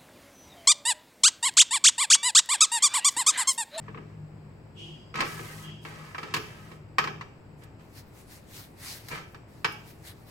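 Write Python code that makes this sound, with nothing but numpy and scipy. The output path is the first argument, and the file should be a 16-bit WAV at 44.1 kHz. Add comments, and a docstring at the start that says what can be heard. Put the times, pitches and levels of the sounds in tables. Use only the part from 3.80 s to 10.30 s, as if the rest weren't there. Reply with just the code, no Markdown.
"""A motor drones somewhere behind a small kitchen. A steel mandoline is shifted about on a wooden tray: its
feet stick and slip, its frame knocks and rings and fingers slide over the wet steel, while farther off a thin
squeal comes twice. Then a potato is set down on the plate and pushed through the blade in wet, halting shoves,
its cells bursting in a fine hiss. It is set down again, and a few faint shoves follow."""
import sys
import numpy as np
from scipy import signal
from scipy.fft import rfft, irfft
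from scipy.io import wavfile

SR = 44100
rng = np.random.default_rng(int(sys.argv[2]) if len(sys.argv) > 2 else 0)


def int16_out(signal):
    """Quantize to a 16-bit WAV file."""
    q = np.round(np.clip(np.atleast_2d(signal).T, -1, 1) * 32767)
    wavfile.write(sys.argv[1], SR, q.astype(np.int16))


N = 286650
TIME = np.arange(N) / SR


def from_db(db):
    """Decibels to gain."""
    return 10 ** (np.asarray(db) / 20)


def rms_one(x):
    """Scale to unit power."""
    return x / np.sqrt(np.mean(x ** 2) + 1e-20)


def at_hz(points, hz):
    """Read a table on a log-frequency axis."""
    known_hz, values = np.transpose(points)
    return np.interp(np.log(np.maximum(hz, 1)), np.log(known_hz), values)


def colour(x, spectrum):
    """EQ a steady sound to a curve; rms 1."""
    size = x.shape[-1]
    hz = np.arange(size // 2 + 1) * SR / size
    return rms_one(irfft(rfft(x) * from_db(at_hz(spectrum, hz)), size))


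def cut(x, hz, kind, order=2):
    """Butterworth filter."""
    return signal.sosfilt(signal.butter(order, np.clip(hz, 10, SR * .45), kind, fs=SR, output="sos"), x)


def resonate(x, hz, width_hz):
    """One resonance, gain 1 at its peak."""
    r = np.exp(-np.pi * width_hz / SR)
    feedback = [1, -2 * r * np.cos(2 * np.pi * hz / SR), r * r]
    return signal.lfilter(np.array([1, 0, -1]) * (1 - r * r) / 2, feedback, x)


def fade(t, t60):
    """Free decay, 60 dB down after t60 seconds."""
    return np.exp(-np.log(1000) * t / t60)


def drift(per_s):
    """Random modulation gliding through per_s values a second; rms about 1."""
    knots = rng.standard_normal(4000)
    return np.interp(TIME * per_s, np.arange(len(knots)), knots) * np.sqrt(3 / 2)


def strokes(rows, attack_s, sag_db_per_s, release_db_per_s):
    """Envelope of sliding movements: each takes hold, eases off as it goes and dies away."""
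    gain = np.zeros(N)
    for start, length, db in rows:
        t = TIME - start
        loss_db = sag_db_per_s * np.clip(t, 0, length) + release_db_per_s * np.maximum(t - length, 0)
        gain = np.hypot(gain, from_db(db - loss_db) * np.clip(t / attack_s, 0, 1) ** 2)
    return gain


# The stereo image. Each row: frequency in Hz, likeness of left and right from 0 (wide) to 1 (mono).
STEREO_LIKENESS = [(150, 0.92), (300, 0.77), (600, 0.36), (2000, 0), (4500, 0), (8000, 0.98), (14000, 0.77)]
def spread(pair):
    """Two unrelated signals become left and right, alike in the bass and the high treble."""
    size = pair.shape[-1]
    alike = np.clip(at_hz(STEREO_LIKENESS, np.arange(size // 2 + 1) * SR / size), 0, 1)
    mid, side = rfft(pair)
    return irfft(np.sqrt(1 + alike) * mid + np.sqrt(1 - alike) * side * [[1], [-1]], size)


def noise(size=N):
    """White stereo noise."""
    return spread(rng.standard_normal((2, size)))


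def grains(per_s):
    """Tiny clicks at random moments, of uneven size; stereo, rms 1."""
    return rms_one(spread((rng.random(N) < per_s / SR) * rng.standard_normal((2, N))))


# The drone's fader moves. Each row: time in seconds, level in dB.
DRONE_LEVELS = [(0, -40), (0.6, -45.5), (0.85, -51.5), (1.3, -48), (1.95, -46), (2.7, -52.5), (3.33, -45),
                (3.5, -55), (4.03, -51), (4.2, -68), (5.0, -61), (5.95, -50.5), (6.5, -68)]
# The motor's tones. Each row: pitch in Hz, relative level in dB.
DRONE_TONES = [(108, -8), (154, -3.5), (203, -14)]
def motor(drone_db=-1, waver_hz=3, waver_db=3.0, mains_hz=60, mains_db=-63):
    """A motor's low tones waver in pitch and level over a steady mains hum, a little to the left."""
    drone = sum(from_db(db + waver_db * drift(18))
                * np.sin(2 * np.pi * np.cumsum(hz + waver_hz * drift(20)) / SR) for hz, db in DRONE_TONES)
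    fader = from_db(np.interp(TIME, *np.transpose(DRONE_LEVELS)))
    mains = from_db(mains_db) * np.sin(2 * np.pi * mains_hz * TIME)
    return np.sqrt(2) * (from_db(drone_db) * fader * drone + mains) * from_db([[1], [-1]])


# The room tone's EQ. Each row: frequency in Hz, gain in dB.
AIR_EQ = [(22, -16), (45, -24), (100, -3), (220, -14), (350, -14), (520, -19), (950, -23), (1300, -28.5),
          (2500, -33), (3600, -44.5), (5000, -40.5), (6300, -56.5), (7900, -39.5), (8700, -60.5),
          (15800, -55)]
def room_tone(air_db=-50.5):
    """The kitchen's still air is a soft, dark bed of noise."""
    return from_db(air_db) * colour(noise(), AIR_EQ) * from_db([[.9], [-.9]])


# The steel frame's ring, dragged or knocked. Each row: pitch in Hz, level in dB, t60 in seconds.
FRAME_MODES = [(427, -22, 0.14), (615, -10, 0.078), (842.3, -9.5, 0.16), (1017, -24, 0.13),
               (1189, -4.5, 0.093), (1290, -9, 0.051), (1590, -15, 0.11), (1677.4, 0.5, 0.1),
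               (1840, -10, 0.18), (1980, -0.5, 0.035), (2146, -0.5, 0.052), (2273, -4.5, 0.1),
               (2632, -9, 0.051), (2529, -11, 0.044), (2910, -15, 0.024), (2980, -16.5, 0.015),
               (4360, -16, 0.021), (5070, -5, 0.027)]
# The EQ of feet rubbing on wood. Each row: frequency in Hz, gain in dB.
DRAG_EQ = [(50, 2.5), (110, 7.5), (210, 6), (400, -6), (900, -2.5), (1600, 2), (2300, -2), (3200, -7),
           (5000, -12), (8000, -20), (15000, -52)]
# Drags across the tray. Each row: start in seconds, length in seconds, level in dB.
DRAGS = [(0.0, 0.33, -57.5), (1.355, 0.089, -30.5), (1.46, 0.43, -41.5), (2.04, 0.28, -44.5),
         (2.4, 0.54, -44), (3.8, 0.033, -51.5), (3.975, 0.038, -57), (5.293, 0.077, -34.5)]
def dragging(rub_db=-5, ring_db=-6, judder_db=0.5, dull_hz=1500, grip_bend=.02):
    """The feet stick and slip on the wood, shaking the frame's lower modes."""
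    slips = grains(per_s=2800)
    force = strokes(DRAGS, attack_s=0.022, sag_db_per_s=17, release_db_per_s=230)
    force *= from_db(judder_db * drift(90))
    # each mode swells and fades as the contact wanders
    steel = sum(from_db(db + 2.1 * drift(12)) * resonate(slips, hz, np.log(1000) / (np.pi * t60))
                for hz, db, t60 in FRAME_MODES)
    playhead = np.cumsum(1 + grip_bend * drift(7))  # the changing grip bends their pitch
    bent = np.array([np.interp(playhead, np.arange(N), side) for side in steel])
    ring = rms_one(cut(bent, dull_hz, "low"))
    return force * (from_db(rub_db) * colour(slips, DRAG_EQ) + from_db(ring_db) * ring)


# The EQ of a hit's dense, short-lived modes. Each row: frequency in Hz, gain in dB.
CLACK_EQ = [(300, -15.5), (650, -8), (1100, 3.5), (2200, -3), (3300, -10.5), (5000, -15), (8000, -26.5),
            (15000, -111)]
# Hits on the mandoline. 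Each row: start in seconds, level in dB, then trims in dB for the treble,
# the tray's thud and the plate's note.
KNOCKS = [(0.081, -33.5, -59, 1.5, -1.5), (0.145, -34, -60, 1, -2), (0.173, -32.5, -63, 2, -3),
          (1.341, -28.5, -23, -2.5, 0), (1.355, -23, -19, -22, -0.5), (1.387, -22, -43, -4.5, 0.5),
          (1.405, -14, -19, -12, -20), (1.424, -19, -65, -6, -2), (1.592, -31, -33, 2, -1),
          (2.05, -29, -24, -1.5, -16), (2.346, -25, -37.5, -18, -20), (2.381, -23.5, -25.5, -9.5, -31),
          (2.43, -27, -22, 0, -6), (2.539, -16.5, -9, -5.5, -16), (2.564, -20.5, -15, -8.5, -2),
          (2.916, -39.5, -18, 3.5, -12), (3.183, -7.5, -25, -15.5, -7), (3.239, -21.5, -21.5, -2, -25),
          (3.273, -21, -29, -7.5, 1.5), (3.41, -28, -27, -10, 0), (5.545, -36.5, -22, -4.5, -0.5),
          (5.845, -11, -22.5, -16, -35)]
def knocks(ring_db=-16, uneven_db=0.5, grip_detune=0.0044, clack_db=-9, clack_t60=0.076,
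           edge_db=12, edge_hz=2900, tick_db=-3, tick_t60=0.039,
           plate_db=-3, plate_hz=1173.5, plate_t60=0.034,
           thud_db=-9, thud_t60=0.18, boom_db=-17, boom_hz=116, boom_t60=0.47):
    """Each blow ticks, clacks, rings the steel anew and thuds through the tray."""
    out, t = np.zeros((2, N + SR)), np.arange(SR // 2) / SR
    hz, mode_db, t60 = np.transpose(FRAME_MODES)[:, :, None]
    for start, level_db, treble_db, bass_db, note_db in KNOCKS:
        # the place of contact decides how strongly each mode rings; the grip bends its pitch a little
        strength = from_db(mode_db + uneven_db * rng.standard_normal(hz.shape))
        pitch = hz * (1 + grip_detune * rng.standard_normal(hz.shape))
        phase = rng.uniform(0, 2 * np.pi, hz.shape)
        phase = phase + 1.23 * rng.standard_normal((2, *hz.shape))  # each side hears its own mix
        ring = (strength * fade(t, t60) * np.sin(2 * np.pi * pitch * t + phase)).sum(axis=1)
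        clack = colour(noise(len(t)), CLACK_EQ) * fade(t, clack_t60)
        body = from_db(ring_db) * ring + from_db(clack_db) * clack
        # a soft contact leaves the upper modes quiet; a hard one wakes them and adds a tick
        edge = from_db(edge_db + treble_db / 2) * cut(body, edge_hz, "high", order=4)
        body = cut(body, edge_hz, "low", order=4) + edge
        tick = rms_one(cut(cut(noise(len(t)), 2700, "high"), 3700, "low", order=1))
        tick *= from_db(tick_db + treble_db) * fade(t, tick_t60)
        plate = np.sin(2 * np.pi * plate_hz * t + [[0], [.8]])
        plate *= from_db(plate_db + note_db) * fade(t, plate_t60)
        thud = rms_one(cut(noise(len(t)), [110, 390], "band"))
        thud *= from_db(thud_db) * fade(t, thud_t60) * (1 - fade(t, 0.086))
        boom = np.sin(2 * np.pi * boom_hz * t)  # the tray's lowest mode
        boom *= from_db(boom_db) * fade(t, boom_t60) * (1 - fade(t, 0.11))
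        blow = body + plate + tick + from_db(bass_db) * (thud + boom)
        onset = round(start * SR)
        out[:, onset:onset + len(t)] += from_db(level_db) * blow * (1 - fade(t, 0.0043))
    return out[:, :N]


# The squeal's resonances. Each row: pitch in Hz, nominal width in Hz, gain in dB.
SQUEAL_MODES = [(340, 29, 3.5), (2590, 49, -19), (2930, 265, -3), (3244, 24, 4.5)]
# Two thin squeals. Each row: start in seconds, length in seconds, level in dB.
SQUEALS = [(0.94, 0.11, -45), (1.8, 0.096, -48.5)]
def squealing(flutter_db=0.5, overtone_db=-24, overtone_hz=4880, overtone_hold_s=0.65, air_db=-15):
    """A fluttering, airy hiss sings in a few narrow resonances; a faint overtone holds on longer."""
    hiss = noise()
    tone = sum(from_db(db) * resonate(resonate(hiss, hz, 2 * width), hz, 2 * width)
               for hz, width, db in SQUEAL_MODES)
    air = from_db(air_db) * rms_one(cut(noise(), [3000, 7000], "band"))
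    swell = strokes(SQUEALS, attack_s=0.052, sag_db_per_s=3, release_db_per_s=86)
    flutter = from_db(flutter_db * drift(50.2))
    holds = [(start, overtone_hold_s, db) for start, _, db in SQUEALS]
    held = strokes(holds, attack_s=0.071, sag_db_per_s=0, release_db_per_s=300)
    overtone = rms_one(resonate(resonate(hiss, overtone_hz, 260), overtone_hz, 260))
    return swell * (rms_one(tone) + air) * flutter + from_db(overtone_db) * held * overtone


# Finger slides on wet steel. Each row: start in seconds, length in seconds, level in dB.
WIPES = [(1.43, 0.41, -50.5), (2.0, 0.48, -62.5), (2.58, 0.37, -64)]
def wiping(hiss_db=3, uneven_db=0.5, low_hz=2500, high_hz=9000):
    """Skin slides on the wet plate with a fine, slightly gritty hiss."""
    grit = cut(cut(grains(per_s=8000), low_hz, "high"), high_hz, "low", order=1)
    pressure = strokes(WIPES, attack_s=0.034, sag_db_per_s=14, release_db_per_s=280)
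    return pressure * from_db(hiss_db + uneven_db * drift(60)) * rms_one(grit)


# The potato's shoves. Each row: middle in seconds, width at half height in seconds, level in dB.
SHOVES = [(3.81, 0.054, -71.5), (4.177, 0.064, -55), (4.392, 0.089, -61), (4.538, 0.084, -55),
          (4.78, 0.12, -50), (5.102, 0.14, -44.5), (5.316, 0.15, -55.5), (6.092, 0.064, -58),
          (6.283, 0.066, -51.5), (6.5, 0.052, -58.5)]
# Crisp snaps of flesh. Each row: start in seconds, level in dB.
SNAPS = [(3.836, -44), (5.285, -28.5), (5.922, -40)]
# The faint creep between shoves. Each row: start in seconds, length in seconds, level in dB.
CREEPS = [(3.97, 1.58, -72.5), (5.66, 0.92, -69.5)]
# The EQ of parting flesh. Each row: frequency in Hz, gain in dB.
SLICE_EQ = [(400, -2.5), (1200, 2), (2000, 6.5), (3100, 1), (4200, 5), (6500, 0), (10000, -1.5),
            (14500, -1.5), (15900, -5)]
def slicing(hiss_db=4, squareness=2.1, snap_db=-9, snap_t60=0.055, uneven_db=0.5, patchy_db=2.0):
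    """Countless wet cells burst along the edge with each shove; now and then the flesh snaps."""
    swells = [from_db(db) * .5 ** (np.abs(2 * (TIME - middle) / width) ** squareness)
              for middle, width, db in SHOVES]
    shoves = np.sqrt(sum(swell ** 2 for swell in swells))
    creep = strokes(CREEPS, attack_s=0.03, sag_db_per_s=0, release_db_per_s=200.5)
    push = from_db(hiss_db + uneven_db * drift(70)) * np.hypot(shoves, creep)
    snaps = sum(from_db(db + snap_db) * (TIME >= start) * fade(np.abs(TIME - start), snap_t60)
                for start, db in SNAPS)
    # the colour shifts as the edge passes through firmer and softer flesh
    cells = [grains(per_s=12000), grains(per_s=12000)]
    edges_hz = np.geomspace(500, 17000, 11)
    rasp = sum(cut(cells[k % 2], edges_hz[k:k + 2], "band") * from_db(patchy_db * drift(25))
               for k in range(len(edges_hz) - 1))
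    return colour(rasp, SLICE_EQ) * (push + snaps)


def worktop(x, echo_db=-2, scatter_s=0.011):
    """Tray, counter and wall send back a quick scatter of echoes, different at each side."""
    t = np.arange(round(.03 * SR)) / SR
    echoes = spread(rng.standard_normal((2, len(t))) * (rng.random(len(t)) < 2500 / SR))
    echoes = echoes * np.exp(-(t / scatter_s) ** 4) * (1 - fade(t, 0.0011))
    return x + from_db(echo_db) * signal.fftconvolve(x, rms_one(echoes) / np.sqrt(len(t)), axes=1)[:, :N]


# The kitchen's reverb time. Each row: frequency in Hz, t60 in seconds.
ROOM_T60 = [(150, 0.85), (1000, 0.49), (3000, 0.5), (12000, 0.42)]
def kitchen(x, wet_db, build_s):
    """Hard walls return a diffuse tail whose treble dies first."""
    t, edges_hz = np.arange(SR) / SR, np.geomspace(60, 16000, 9)
    white = noise(SR)
    tail = sum(cut(white, [low, high], "band") * fade(t, at_hz(ROOM_T60, np.sqrt(low * high)))
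               for low, high in zip(edges_hz, edges_hz[1:]))
    tail = tail * (1 - np.exp(-t / build_s))
    return x + from_db(wet_db) * signal.fftconvolve(x, rms_one(tail) / np.sqrt(SR), axes=1)[:, :N]


def scene():
    """The frame fills the room; the blade's hiss stays close and almost dry."""
    frame = kitchen(worktop(knocks() + dragging()) + squealing(), wet_db=-7.5, build_s=0.0076)
    blade = kitchen(slicing() + wiping(), wet_db=-26.0, build_s=0.0088) * from_db([[.4], [-.4]])
    return frame + blade + motor() + room_tone()


def record(dry, cutoff_hz=15900):
    """A steep low-pass takes off the very top."""
    return signal.sosfilt(signal.ellip(10, .2, 70, cutoff_hz, fs=SR, output="sos"), dry)


dry = scene()
out = record(dry)
int16_out(out)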